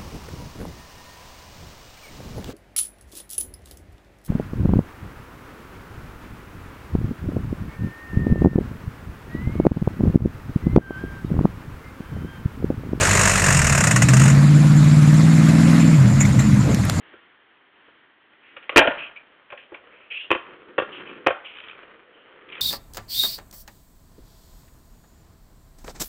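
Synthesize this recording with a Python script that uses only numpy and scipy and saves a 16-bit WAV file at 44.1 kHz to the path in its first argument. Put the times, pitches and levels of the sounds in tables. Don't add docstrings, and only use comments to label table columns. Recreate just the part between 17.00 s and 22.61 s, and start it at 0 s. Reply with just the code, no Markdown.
import sys
import numpy as np
from scipy import signal
from scipy.fft import rfft, irfft
from scipy.io import wavfile

SR = 44100
rng = np.random.default_rng(int(sys.argv[2]) if len(sys.argv) > 2 else 0)


def generate_wav(sig):
    pcm = np.round(np.clip(np.atleast_2d(sig).T, -1, 1) * 32767).astype(np.int16)
    wavfile.write(sys.argv[1], SR, pcm)


N = 247370
T = np.arange(N) / SR
LANDING_S = 1.7595

REGISTER_EDGES = [215, 700, 1900, 3700]


def undb(db):
    return 10 ** (np.asarray(db) / 20)


def unit(x):
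    return x / np.sqrt(np.mean(x ** 2))


def add(out, start, sound):
    i = max(int(start * SR), 0)
    out[i:i + len(sound)] += sound[:max(N - i, 0)]


def band(x, lo_hz, hi_hz, order=2):
    return signal.sosfilt(signal.butter(order, [lo_hz, hi_hz], "band", fs=SR, output="sos"), x)


def colour(x, points, size=4096):
    hz, db = np.transpose(points)
    log_gain = np.log(undb(np.interp(np.log(np.fft.rfftfreq(size, 1 / SR) + 1), np.log(hz), db)))
    cepstrum = irfft(log_gain)[:size // 2]
    cepstrum[1:] *= 2
    return signal.fftconvolve(x, irfft(np.exp(rfft(cepstrum, size))))[:len(x)]


def shaped(x, points):
    y = colour(x, points)
    return y / band(y, REGISTER_EDGES[0], REGISTER_EDGES[-1]).std()


def walk(rate):
    knots = np.arange(0, T[-1] + 1, 1 / rate)
    return np.interp(T, knots, rng.standard_normal(len(knots)))


def grit(rate, spread_db):
    sizes = undb(spread_db * np.minimum(rng.exponential(size=N), np.pi))
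    return (rng.random(N) < rate / SR) * sizes * rng.standard_normal(N)


def contact(decay_ms, softness=0.018, size=8192):
    ms = np.arange(size) * 1000 / SR
    rise_ms = softness * decay_ms ** 2
    return rng.standard_normal(size) * (1 - np.exp(-ms / rise_ms)) * np.exp(-ms / decay_ms)


def burst_level(x, db, decay_ms):
    samples = decay_ms * SR / 1000
    return x * undb(db) * np.sqrt(samples / np.sum(x ** 2))


def singing(hz, width_hz):
    lowpass = signal.butter(2, width_hz / 2, fs=SR, output="sos")
    drive = signal.sosfilt(lowpass, rng.standard_normal((2, len(hz))))
    phase = 2 * np.pi * np.cumsum(hz) / SR
    return unit(drive[0] * np.cos(phase) + drive[1] * np.sin(phase))


def hush(air_db=-55.5, flicker_db=1):
    # f/Hz, level/dB
    air_eq = [(25, -22.5), (70, -10), (160, -5), (310, 5.5), (420, 2.5), (650, 0), (1200, 4), (1850, 7),
              (2450, 0), (3200, 3), (4000, -4.5)]
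    # t/s, half length/s, level/dB
    rustles = [(0.12, .17, -52), (0.87, .11, -54), (1.6, .14, -52.5)]
    swells = sum(undb(db) ** 2 * np.exp(-((T - s) / half_s) ** 2) for s, half_s, db in rustles)
    envelope = np.sqrt(undb(air_db) ** 2 + swells)
    return shaped(rng.standard_normal(N), air_eq) * envelope * undb(flicker_db * walk(24))


def deck_ring(force, detune=0.018, scatter_db=1.5):
    # f/Hz, level over the plain crack/dB, t60/s
    deck_modes = [(290, -1, 0.17), (343.7, 0.5, 0.033), (555, 4.5, 0.021), (687, -2.5, .12),
                  (838, -1, 0.12), (956, -5.5, 0.17), (1392, 3.5, .05), (1590, 2, .045), (1820, 2, .035),
                  (2349, -11.5, .022), (2590, -12, 0.26), (2787, 5.5, 0.054), (3107, 3.5, .05),
                  (3434, 1, .04)]
    t = T[:len(force)]
    response = np.zeros(len(t))
    response[0] = 1
    for hz, db, t60 in deck_modes:
        damping = np.log(1000) / t60
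        sharper, louder = rng.standard_normal(2)
        mode = np.exp(-damping * t) * np.cos(2 * np.pi * hz * (1 + detune * sharper) * t)
        response += undb(db + scatter_db * louder) * 2 * damping / SR * mode
    return signal.fftconvolve(force, response)[:len(force)]


def strike(contact_ms, db, tilt_db, thud_hz, knock_hz, clack_hz=2437, ground_db=-18):
    force = contact(contact_ms)
    ring = deck_ring(force)
    out = burst_level(band(force, 60, 260, order=1), db - tilt_db / 2 + ground_db, contact_ms)
    # f/Hz, width/Hz, bleed of the ring/dB
    peaks = [(thud_hz, 130, -14), (knock_hz, 150, -12), (clack_hz, 300, -11)]
    for k, (hz, width_hz, bleed_db) in enumerate(peaks):
        peak = signal.lfilter(*signal.iirpeak(hz, hz / width_hz, fs=SR), ring)
        register = band(peak + undb(bleed_db) * ring, REGISTER_EDGES[k], REGISTER_EDGES[k + 1], order=3)
        out += burst_level(register, db + (k - 1) * tilt_db / 2, contact_ms)
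    return out


def knocks():
    # t/s, contact/ms, level/dB, clack over thud/dB, thud/Hz, knock/Hz
    hits = [ (0.129, 16, -48, -7.5, 384, 1390), (0.882, 5.7, -54, -9, 450, 1420),
            (1.332, 5.3, -56.5, 7.5, 456, 1410), (1.564, 10.4, -39, 7.5, 503, 1200),
            (1.622, 20, -51.5, 14, 500, 1460), (1.6933, 4.3, -23.5, 10.5, 495, 1165),
            (1.716, 24.2, -38.5, -2.5, 545, 1200), (1.807, 16.6, -16, -3, 635, 880),
            (1.851, 5.3, -24, -15, 650, 1500), (1.872, 5.1, -14, -2.5, 510, 1400),
            (1.879, 5.3, -20.5, -8.5, 255, 690), (1.903, 17, -29, -4, 590, 960),
            (2.501, 8.1, -43.5, 9, 550, 1630), (2.520, 11.3, -36, -1.5, 546, 1036),
            (2.573, 13, -46.5, 15, 498, 1710), (2.719, 9.1, -43, -16.5, 392, 884),
            (2.740, 13.4, -41, 11, 450, 1020), (2.872, 2.8, -47.5, 0, 461, 1270),
            (4.829, 6.9, -45, -1, 467, 1302)]
    out = np.zeros(N)
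    for start, *blow in hits:
        add(out, start, strike(*blow))
    return out


def skids(upper_ratio=1.22, rasp_db=-12, fade_db=-13, chatter_db=2.0, edge_s=.008):
    # start/s, end/s, level/dB, f/Hz, glide/Hz, width/Hz, upper partial/dB
    scrubs = [(1.43, 1.584, -55.5, 2193, 24, 700, -1), (1.98, 2.097, -32.5, 2556, -26.5, 350, -8.5),
              (2.161, 2.199, -38, 2370, 30, 200, -17), (2.596, 2.679, -49, 2584, 118.5, 700, -5),
              (2.923, 3.119, -51.5, 2344, 325.5, 600, -11), (3.105, 3.275, -30, 2506, 330, 380, -9),
              (3.919, 4.031, -38.5, 2950, -110, 600, -24), (4.051, 4.189, -45.5, 2500, 82, 350, -4.5),
              (4.447, 4.542, -39.5, 2515, 59, 600, -0.5), (4.517, 4.76, -50, 2493, 2.5, 500, 3.5),
              (5.133, 5.335, -57, 2980, -3, 350, -21.5), (5.517, 5.656, -40, 2460, 20.5, 650, -4)]
    rasp = unit(band(grit(rate=2000, spread_db=3.5), 1900, 3700))
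    out = np.zeros(N)
    t = T[:SR // 2]
    for start, end, db, pitch_hz, glide_hz, width_hz, upper_db in scrubs:
        progress = np.minimum(t / (end - start), 1)
        gate = np.clip(np.minimum(t, end - start - t) / edge_s, 0, 1)
        envelope = gate * undb(db + fade_db * progress ** 3)
        pitch = pitch_hz + glide_hz * progress
        squeal = unit(np.tanh(singing(pitch, width_hz)))
        upper = undb(upper_db) * singing(upper_ratio * pitch, width_hz)
        sand = undb(rasp_db) * np.roll(rasp, -int(start * SR))[:len(t)]
        add(out, start - edge_s / 2, (squeal + upper + sand) * envelope)
    return out * undb(chatter_db * walk(130))


def landing(contact_ms=6.77, thud_hz=340):
    # delay/s, level/dB, clack over thud/dB, knock/Hz
    wheels = [(0, -7.5, -2.5, 1225), (.0095, -7.5, 9, 1295), (.0175, -3.5, 5, 900), (0.0279, -6.5, 1, 1580)]
    out = np.zeros(N)
    for delay_s, db, tilt_db, knock_hz in wheels:
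        add(out, LANDING_S + delay_s, strike(contact_ms, db, tilt_db, thud_hz, knock_hz))
    return out


def rolling(rumble_trim_db=3, grain_trim_db=3.5, patchy_db=2.5, sag_hz_per_db=10):
    # t/s, rumble/dB, grain/dB
    faders = [(2.2, -67, -64), (2.49, -70.5, -59.5), (2.64, -65.5, -69.5), (2.93, -61, -57),
              (3.2, -63.5, -63), (3.34, -64, -59), (3.49, -53, -52), (3.68, -50.5, -53), (3.83, -54, -58),
              (3.96, -47, -44.5), (4.21, -47.5, -51.5), (4.42, -64, -58), (4.65, -61.5, -52.5),
              (4.85, -57, -50.5), (5.13, -59, -62), (5.32, -58.5, -57.5), (5.5, -53, -51.5),
              (5.6, -53.5, -45.5)]
    # f/Hz, level/dB
    grain_eq = [(40, -13), (130, -8), (300, -4), (750, -5), (1250, 4), (1800, 0.5), (2300, -2),
                (3000, -5.5), (3800, -12)]
    times, *levels = np.transpose(faders)
    rumble_db, grain_db = (np.interp(T, times, level) for level in levels)
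    rumble_hz = 421 - sag_hz_per_db * (rumble_db + 53)
    rumble = unit(band(singing(rumble_hz, width_hz=240), 150, 900)) * undb(rumble_db + rumble_trim_db)
    peak_s, peak_db, rise_db_per_s, fall_db_per_s = 1.96, -38, 399.5, 94.5
    grind = undb(peak_db + np.minimum(rise_db_per_s * (T - peak_s), fall_db_per_s * (peak_s - T)))
    grain_envelope = np.hypot(grind, undb(grain_db + grain_trim_db))
    grain = shaped(grit(rate=2000, spread_db=3.0), grain_eq) * grain_envelope
    return (rumble + grain) * undb(patchy_db * walk(35)) * (T > LANDING_S)


def slaps(graze_db=-6, graze_ms=4.36):
    # t/s, graze lead/s, level/dB, clack over thud/dB, thud/Hz, knock/Hz, clack/Hz
    drops = [(3.313, 0.0091, -11, 3, 381, 1090, 2580), (3.784, 0.0039, -14.5, -5.5, 429, 1150, 2640),
             (4.268, .005, -10, -3, 511, 1164, 2460)]
    # delay/s, level offset/dB, contact/ms, extra clack over thud/dB
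    bounces = [(0, 0, 3.84, -1), (.013, -7.5, 4.4, 0), (.035, -13, 7.5, -4)]
    out = np.zeros(N)
    for start, lead_s, db, tilt_db, *peaks_hz in drops:
        graze = (-lead_s, graze_db, graze_ms, 0)
        for delay_s, offset_db, contact_ms, harder_db in [graze, *bounces]:
            add(out, start + delay_s, strike(contact_ms, db + offset_db, tilt_db + harder_db, *peaks_hz))
    return out


def creaks(decay_ms=2.8, trim_db=3, jitter=.04, scatter_db=1, max_slips=8):
    # start/s, end/s, spacing/s, level before trim/dB, swell/dB
    runs = [(4.538, 4.61, 0.016, -42, 9.5), (4.638, 4.658, 0.0092, -37.5, -15),
            (4.683, 4.717, 0.014, -35.5, -0.5), (4.723, 4.81, 0.027, -46, -1.5),
            (5.489, 5.504, .011, -41, 6), (5.523, 5.59, 0.03, -35.5, 1)]
    # f/Hz, level/dB
    tick_eq = [(200, -17), (800, -26.5), (1300, -9), (2100, -7), (2450, 6), (2800, -6), (3150, 1.5),
               (3500, -2.5), (4200, -15.5)]
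    out = np.zeros(N)
    for start, end, gap_s, db, swell_db in runs:
        for slip in range(max_slips):
            late, louder = rng.standard_normal(2)
            tick = colour(contact(decay_ms, size=4096), tick_eq)
            tick = band(tick, REGISTER_EDGES[0], REGISTER_EDGES[-1])
            progress = slip * gap_s / (end - start)
            if progress < 1:
                slip_db = db + trim_db + swell_db * progress + scatter_db * louder
                add(out, start + (slip + jitter * late) * gap_s, burst_level(tick, slip_db, decay_ms))
    return out


def yard(x, early_db=-11, early_t60=0.1378, late_db=-16, late_t60=0.54, build_s=0.021):
    # f/Hz, level/dB
    wall_eq = [(100, -12), (350, -7.5), (700, -2.5), (1500, 3.5), (2500, -4.0), (3500, 1.0)]
    t = T[:SR]
    build_up = 1 - np.exp(-(t / build_s) ** 2)
    response = np.zeros(SR)
    for db, t60 in ((early_db, early_t60), (late_db, late_t60)):
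        echoes = rng.standard_normal(SR) * build_up * np.exp(-np.log(1000) * t / t60)
        response += undb(db) * echoes / np.sqrt(np.sum(echoes ** 2))
    return colour(signal.fftconvolve(x, response)[:N], wall_eq)


def scene():
    board = landing() + slaps() + knocks() + rolling() + skids() + creaks()
    return (board + yard(board) + hush())[None]


def record(dry, ceiling=0.71, high_cut_hz=15900):
    # f/Hz, level/dB
    camera_eq = [(20, -1.5), (3100, -3), (3400, -7.5), (3700, -11.5), (4000, -16.5), (4400, -27),
                 (4900, -52.5), (6000, -72.5)]
    clipped = np.clip(colour(dry[0], camera_eq), -ceiling, ceiling)
    high_cut = signal.ellip(8, .2, 70, high_cut_hz, fs=SR, output="sos")
    return signal.sosfilt(high_cut, clipped)[None]


dry = scene()
out = record(dry)
generate_wav(out)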